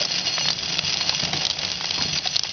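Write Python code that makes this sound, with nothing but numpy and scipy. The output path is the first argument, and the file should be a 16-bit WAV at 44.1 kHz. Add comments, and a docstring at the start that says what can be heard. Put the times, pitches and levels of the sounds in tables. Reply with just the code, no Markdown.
"""Steam-driven corn sheller

A small steam engine turns a cast-iron corn sheller. Teeth bite along a dry ear in bursts of grainy rasp and set
the iron ringing; now and then a disc mode squeals. Kernels snap off as short splintery clicks with an echo
off the table top, stray pieces knock and ping, and the cob scrunches and cracks as filtered grains.
The wooden table thumps and shakes in its own modes, over shaped-noise drive rumble and a steady hiss of steam."""
import sys
import numpy as np
from scipy import signal
from scipy.fft import rfft, irfft, next_fast_len
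from scipy.io import wavfile
from scipy.ndimage import map_coordinates

SR = 44100
rng = np.random.default_rng(int(sys.argv[2]) if len(sys.argv) > 2 else 0)


def pcm_store(signal):
    """Save signal as 16-bit PCM."""
    levels = np.round(np.clip(np.atleast_2d(signal), -1, 1) * 32767)
    wavfile.write(sys.argv[1], SR, levels.astype(np.int16).T)


N = 111132  # length [samples]

# Levels in the tables are those ahead of each layer's trim and the microphone.
# How hard the disc grinds: (time [s], level [dB])
GRIND_LEVEL = [(0, -13), (0.035, -25.5), (0.07, -33), (0.125, -25), (0.185, -23.5), (0.24, -32),
               (0.272, -22), (0.315, -29), (0.405, -25.5), (0.435, -26.5), (0.46, -23.5), (0.515, -32),
               (0.545, -35.5), (0.6, -29), (0.64, -27.5), (0.705, -25.5), (0.785, -26), (0.805, -35),
               (0.865, -23), (0.93, -22), (0.96, -28), (1.02, -26.5), (1.075, -26), (1.16, -25.5),
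               (1.25, -25), (1.305, -31.5), (1.35, -28), (1.42, -24.5), (1.485, -34.5), (1.57, -31),
               (1.65, -27.5), (1.79, -30.5), (1.96, -26), (2.1, -27.5), (2.175, -25), (2.2, -35),
               (2.23, -32.5), (2.26, -20.5), (2.295, -34), (2.35, -26.5), (2.385, -37), (2.425, -38.5),
               (2.455, -30), (2.52, -35.5)]
# Kernels snapping off and striking: (time [s], peak [dB], centre [Hz], length [s])
KERNEL_SNAPS = [(0.0514, -7.5, 5300, 0.0087), (0.119, -9.5, 4630, 0.0076), (0.1957, -11.5, 4660, 0.0053),
                (0.385, -17.5, 3230, 0.0064), (0.4594, -12.5, 4500, 0.0034), (0.486, -2.5, 3510, 0.0077),
                (0.5044, -5.5, 4790, 0.01), (0.531, -9, 4300, 0.0046), (0.5887, -12.5, 3480, 0.0046),
                (0.7853, -9.5, 3980, 0.004), (0.7912, -1, 3510, 0.0036), (0.941, -9, 4270, 0.0017),
                (0.9715, -5.5, 3700, 0.0033), (1.01, -12.5, 4080, 0.0104), (1.094, -1, 4350, 0.0055),
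                (1.236, -9.5, 4620, 0.0045), (1.332, -7.5, 3990, 0.016), (1.3735, -8.5, 4300, 0.004),
                (1.4518, -1, 4100, 0.0062), (1.4677, -4.5, 4300, 0.004), (1.5006, -5, 4300, 0.0056),
                (1.51, -8.5, 4180, 0.013), (1.59, -10.5, 4220, 0.0078), (1.632, -13.5, 3800, 0.0036),
                (1.6496, -8, 3980, 0.0065), (1.717, -6.5, 4400, 0.0028), (1.81, -14.5, 3610, 0.0051),
                (1.8435, -10.5, 3250, 0.0053), (1.8563, -10, 4480, 0.0035), (1.909, -4, 3500, 0.0041),
                (2.023, -4, 4400, 0.011), (2.1403, -12, 3880, 0.008), (2.1866, -7, 3560, 0.0053),
                (2.273, -5, 3600, 0.0025), (2.3588, -5, 4170, 0.0076), (2.3646, -1.5, 4250, 0.0053),
                (2.3935, -5.5, 5100, 0.0052), (2.4347, -5, 4630, 0.0036), (2.493, -12.5, 3630, 0.011)]
# The cob cracking against the teeth: (time [s], peak [dB], length [s])
COB_CRACKS = [(0.3806, -16.5, 0.0065), (0.411, -24, 0.0073), (0.456, -20, .005), (0.4837, -18, 0.01),
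              (0.502, -20.5, 0.012), (.791, -23.5, .004), (1.009, -19.5, 0.0089), (1.096, -21.5, 0.0054),
              (1.3324, -17.5, 0.018), (1.6343, -23, 0.016), (1.81, -22, 0.0081), (1.8436, -19.5, 0.01),
              (1.98, -23, 0.013), (2.0115, -20.5, 0.01), (2.164, -26, .01), (2.259, -28, 0.014),
              (2.447, -27, 0.016)]
# Jolts of the table: (time [s], peak [dB])
TABLE_THUMPS = [(0.462, -33), (0.834, -28.5), (1.229, -23.5), (1.345, -27.5), (1.99, -27.5), (2.046, -28.5),
                (2.125, -26)]
# Scrunch of the turning cob: (time [s], level [dB])
SCRUNCH_LEVEL = [(0, -38.5), (0.25, -35), (0.57, -41), (0.68, -35.5), (0.81, -37.5), (1.13, -38),
                 (1.18, -45.5), (1.23, -32), (1.43, -35), (1.51, -43), (1.64, -34.5), (1.75, -43.5),
                 (2.02, -38), (2.3, -44), (2.52, -49.5)]
# Shaking of the table: (time [s], level [dB])
SHAKE_LEVEL = [(0, -42.5), (0.3, -44.5), (0.47, -41.5), (0.57, -42), (0.7, -42), (0.95, -47.5), (1.17, -43),
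               (1.35, -36.5), (1.52, -45.5), (1.68, -43.5), (1.85, -48.5), (2.1, -40), (2.42, -52.5)]
# Modes of the table: (frequency [Hz], energy [dB], t60 [s])
TABLE_MODES = [(96.7, -3, 0.21), (149.8, -0.5, .2), (173, 1, 0.18), (284, -10, 0.045),
               (357.5, -15.5, 0.054)]
# The three modes in which the disc can sing
LOW_HZ, MID_HZ, HIGH_HZ = 2853, 4305, 5995
# Squeals of the rubbing disc: (middle [s], rms at the middle [dB], half length [s], mode [Hz])
DISC_SQUEALS = [(0.092, -33, 0.023, MID_HZ), (0.225, -33, 0.018, MID_HZ), (0.279, -26, 0.014, LOW_HZ),
                (0.286, -28.5, 0.02, MID_HZ), (0.347, -28.5, 0.03, MID_HZ), (0.346, -33.5, 0.023, HIGH_HZ),
                (0.388, -34.5, 0.053, LOW_HZ), (0.426, -31, 0.019, HIGH_HZ), (0.467, -27, 0.023, MID_HZ),
                (1.02, -26.5, 0.012, MID_HZ), (1.153, -30.5, 0.012, HIGH_HZ), (2.036, -33, 0.077, MID_HZ),
                (2.149, -34, 0.031, HIGH_HZ), (2.313, -35, 0.014, HIGH_HZ)]
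# Dull knocks in the plastic tub and on the table: (time [s], peak [dB], mode [Hz])
DULL_KNOCKS = [(.008, -23.5, 593), (1.125, -24.5, 872), (1.342, -27.5, 325), (1.978, -29, 290),
               (1.982, -25, 1010), (2.01, -28, 270), (2.053, -28, 320), (2.256, -22.5, 745)]
# Kernels pinging off metal: (time [s], peak [dB], mode [Hz])
METAL_PINGS = [(.508, -16.5, 4680), (2.174, -21, 4700)]
# Modes of the iron, one list per column: (frequency [Hz]), (energy [dB]), (t60 [s])
IRON_MODE_HZ = [2852, 4291, 4334, 4710, 4830, 4925, 5992]
IRON_MODE_DB = [3, 1.5, 5, -7, -3.5, -3.5, -4]
IRON_MODE_T60_S = [0.061, 0.28, 0.24, 0.088, .07, .08, 0.077]
# Tone colours of the rasp, scrunch, cracks, drive and steam: (frequency [Hz], gain [dB])
CRUNCH_COLOUR = [(300, -20.5), (1000, -15), (2350, -8.5), (2600, -3), (3020, -7), (3350, 1), (3750, -8),
                 (4200, -3), (4500, -6.5), (4850, 4.5), (5150, -4.5), (5900, -4.5), (6300, -17)]
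SCRUNCH_COLOUR = [(100, -27), (250, 0.5), (480, -3.5), (720, 3.5), (1250, -10), (2500, -5), (6500, -9.5)]
CRACK_TONE = [(100, -12.5), (400, 3), (750, 10), (1300, 4.5), (2200, 8.5), (3500, -5.5), (6500, -16.5)]
RUMBLE_COLOUR = [(30, -21), (65, -7), (97, 1), (300, -16.5), (2000, -50.5)]
STEAM_COLOUR = [(100, -12.5), (700, -3.5), (1400, -8), (3000, 0), (7000, -5.5)]
# The microphone's response, thin in the deep bass and steep in the treble: (frequency [Hz], gain [dB])
MIC_RESPONSE = [(20, -12.5), (60, -1), (6050, 1), (6350, -3.5), (6550, -13.5), (6800, -31), (7100, -45)]

# grinding: grains of the rasp, smooth rub under them, kernels rattling on the iron
GRAINS_PER_S, GRAIN_SPREAD_DB, RUB_DB, CRUNCH_DB = 2200, 2.5, -3.5, -1.5
RATTLE_PER_S, RATTLE_SPREAD_DB, RING_DB = 400, 5.5, -8
# teeth: rate, timing scatter (share of a tooth), decay and size scatter of a bite, drag between bites
TOOTH_PER_S, TOOTH_SLIP, BITE_S, BITE_SPREAD_DB, DRAG_DB = 74, .42, 0.0064, 2, -8.5
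SQUEAL_WAVER_HZ, SQUEAL_WAVER_PER_S = 20, 90
# snaps: resonance width, splinters against a break of 3, unfiltered body, trim; then the echo
SNAP_WIDTH_HZ, SNAP_SPLINTER, SNAP_BODY_DB, SNAP_DB = 1960, 0.26, -15, -1
ECHO_S, ECHO_DB = 0.001398, -4.5
SCUFF_S, KNOCK_T60_S, PING_T60_S = 0.0077, 0.038, .06
# cob: CRACK_BREAK adds a first break ahead of the fibres
SCRUNCH_PER_S, SCRUNCH_SPREAD_DB, SCRUNCH_DB = 600, 3.5, 2.5
CRACK_BREAK, CRACK_DB = 5.2, 4
# table: JOLT_S is how long a jolt presses
JOLT_S, THUMP_DB, BOOM_DB = 0.0039, 1, 1.5
RUMBLE_DB, STEAM_DB = -50.5, -40.5  # rms
CLIP_TOP, CLIP_HARDNESS, TOP_HZ = 0.75, 10, 7200


def amp(db):
    """Decibels to gain."""
    return 10 ** (np.asarray(db) / 20)


def unit(x):
    """Scale to rms 1."""
    return x / np.sqrt(np.mean(x ** 2) + 1e-20)


def level(rows):
    """Gain per sample, drawn straight in decibels between (time [s], level [dB]) points."""
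    return amp(np.interp(np.arange(N) / SR, *np.transpose(rows)))


def coloured(x, points):
    """Minimum-phase filter through (frequency [Hz], gain [dB]) points, so nothing sounds early."""
    m = 2 * next_fast_len(len(x) // 2 + 4096)
    hz, db = np.transpose(points)
    log_hz = np.log(np.fft.rfftfreq(m, 1 / SR) + 1)
    gain = amp(np.interp(log_hz, np.log(hz), db))
    # folding the cepstrum onto positive times makes the filter causal
    cepstrum = irfft(np.log(gain), m)
    cepstrum[1:m // 2] *= 2
    cepstrum[m // 2 + 1:] = 0
    response = np.exp(rfft(cepstrum))
    return irfft(rfft(x, m) * response, m)[:len(x)]


def contacts(per_s, spread_db, size=N):
    """Tiny impacts at random moments, of random sign and uneven strength, at rms 1."""
    struck = rng.random(size) < per_s / SR
    strength = np.minimum(rng.standard_normal(size), 2)
    side = np.sign(rng.standard_normal(size))
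    return unit(struck * side * amp(spread_db * strength))


def ringing(modes):
    """One blow's ring: decaying sines, each scaled by its t60 so that dB sets its energy."""
    t = np.arange(SR // 2) / SR
    return sum(amp(db - 60 * t / t60) / np.sqrt(t60) * np.sin(2 * np.pi * hz * t)
               for hz, db, t60 in modes)


def add(track, s, sound, db):
    """Drop a sound into the track at time s [s] with the given peak [dB]."""
    part = track[max(round(s * SR), 0):][:len(sound)]
    part += amp(db) * sound[:len(part)] / np.abs(sound).max()


def wobble(per_s):
    """A smooth random curve through per_s random points a second."""
    return map_coordinates(rng.standard_normal(N // 50), [np.arange(N) * per_s / SR])


def grinding():
    """Each bite rasps over the ear in a burst of grains and throws kernels against the ringing iron."""
    force = bites()
    rub = amp(RUB_DB) * rng.standard_normal(N)
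    rasp = contacts(GRAINS_PER_S, GRAIN_SPREAD_DB) + rub
    crunch = unit(coloured(rasp * force, CRUNCH_COLOUR))
    rattle = force * contacts(RATTLE_PER_S, RATTLE_SPREAD_DB)
    iron_modes = zip(IRON_MODE_HZ, IRON_MODE_DB, IRON_MODE_T60_S)
    iron = unit(signal.fftconvolve(rattle, ringing(iron_modes))[:N])
    return level(GRIND_LEVEL) * (amp(CRUNCH_DB) * crunch + amp(RING_DB) * iron)


def bites():
    """Tooth after tooth catches the ear unevenly: the force jumps at each bite, then decays towards the drag."""
    late, strength = rng.uniform(-1, 1, (2, int(2 * TOOTH_PER_S * N / SR)))
    tooth = np.arange(len(late)) + 1 + TOOTH_SLIP * late
    at = (tooth * SR / TOOTH_PER_S).astype(int)
    hits = np.bincount(np.abs(at), amp(BITE_SPREAD_DB * strength), N)[:N]
    decay = np.exp(-1 / (BITE_S * SR))
    return amp(DRAG_DB) + signal.lfilter([1], [1, -decay], hits)


def squeal():
    """Friction makes one mode of the disc or another sing for a moment, its pitch wavering."""
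    t = np.arange(N) / SR
    waver = 2 * np.pi * np.cumsum(SQUEAL_WAVER_HZ * wobble(SQUEAL_WAVER_PER_S)) / SR
    out = np.zeros(N)
    for s, db, half, hz in DISC_SQUEALS:
        swell = np.exp(-((t - s) / half) ** 2)
        out += amp(db) * swell * unit(np.sin(2 * np.pi * hz * t + waver))
    return out


def kernels():
    """Each snap is a sharp break and a few splinters in a damped resonance, echoed by the table top."""
    out, t = np.zeros(N), np.arange(SR // 25) / SR
    band = signal.butter(1, [2300, 6500], "band", fs=SR)
    treble_cut = signal.butter(6, 6700, fs=SR)
    for s, db, hz, length in KERNEL_SNAPS:
        push = SNAP_SPLINTER * contacts(8800, 3.4, size=len(t)) * np.exp(-2 * t / length)
        push[0] += 3  # the break itself
        ring = signal.lfilter(*signal.iirpeak(hz, hz / SNAP_WIDTH_HZ, SR), push)
        snap = signal.lfilter(*band, ring) + amp(SNAP_BODY_DB) * push
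        snap = signal.lfilter(*treble_cut, snap)
        add(out, s, snap, db + SNAP_DB)
        echo_delay = ECHO_S * rng.uniform(.85, 1.117)
        add(out, s + echo_delay, snap, db + SNAP_DB + ECHO_DB)
    return out


def stray_kernels():
    """Knocks in the tub and on the table and pings off metal: a short scuff drives one ringing mode."""
    out, t = np.zeros(N), np.arange(SR // 50) / SR
    for rows, t60 in ((DULL_KNOCKS, KNOCK_T60_S), (METAL_PINGS, PING_T60_S)):
        for s, db, hz in rows:
            scuff = rng.standard_normal(len(t)) * np.exp(-t / SCUFF_S)
            add(out, s, signal.fftconvolve(scuff, ringing([(hz, 0, t60)])), db)
    return out


def cob():
    """The turning cob scrunches in fine grains; a dull crack is one break and a tail of snapping fibres."""
    out, t = np.zeros(N), np.arange(SR // 10) / SR
    for s, db, length in COB_CRACKS:
        fibres = contacts(4000, 3.3, size=len(t)) * np.exp(-2 * t / length)
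        fibres[0] += CRACK_BREAK
        add(out, s, coloured(fibres, CRACK_TONE), db + CRACK_DB)
    grains = contacts(SCRUNCH_PER_S, SCRUNCH_SPREAD_DB)
    scrunch = unit(coloured(grains, SCRUNCH_COLOUR))
    return out + amp(SCRUNCH_DB) * level(SCRUNCH_LEVEL) * scrunch


def table():
    """Noise shakes the modes of the table top, and each jolt is one soft push that sets them booming."""
    out = np.zeros(N)
    boom = signal.lfilter(*signal.butter(2, 100, "high", fs=SR), ringing(TABLE_MODES))
    t = np.arange(SR // 50) / SR
    push = np.sin(np.pi * np.minimum(t / JOLT_S, 1))  # half a sine
    for s, db in TABLE_THUMPS:
        add(out, s, signal.fftconvolve(push, boom), db + THUMP_DB)
    shaking = unit(signal.fftconvolve(rng.standard_normal(N), boom)[:N])
    return out + amp(BOOM_DB) * level(SHAKE_LEVEL) * shaking


def drive_rumble():
    """The drive rumbles as steady noise weighted to the bass."""
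    return amp(RUMBLE_DB) * unit(coloured(rng.standard_normal(N), RUMBLE_COLOUR))


def steam():
    """Escaping steam is turbulence: a steady, shaped noise."""
    return amp(STEAM_DB) * unit(coloured(rng.standard_normal(N), STEAM_COLOUR))


def scene():
    """Sheller, tub and table over the drive and the hiss of steam."""
    sheller = grinding() + squeal() + kernels() + stray_kernels() + cob()
    return (sheller + table() + drive_rumble() + steam())[None]


def record(dry):
    """A small camera microphone with little treble; peaks near CLIP_TOP overload and round off."""
    m = next_fast_len(N + SR // 4)
    x = coloured(dry[0], MIC_RESPONSE)
    x = x / (1 + np.abs(x / CLIP_TOP) ** CLIP_HARDNESS) ** (1 / CLIP_HARDNESS)
    low_pass = 1 / (1 + (np.fft.rfftfreq(m, 1 / SR) / TOP_HZ) ** 40)
    return irfft(rfft(x, m) * low_pass, m)[None, :N]


dry = scene()
out = record(dry)
pcm_store(out)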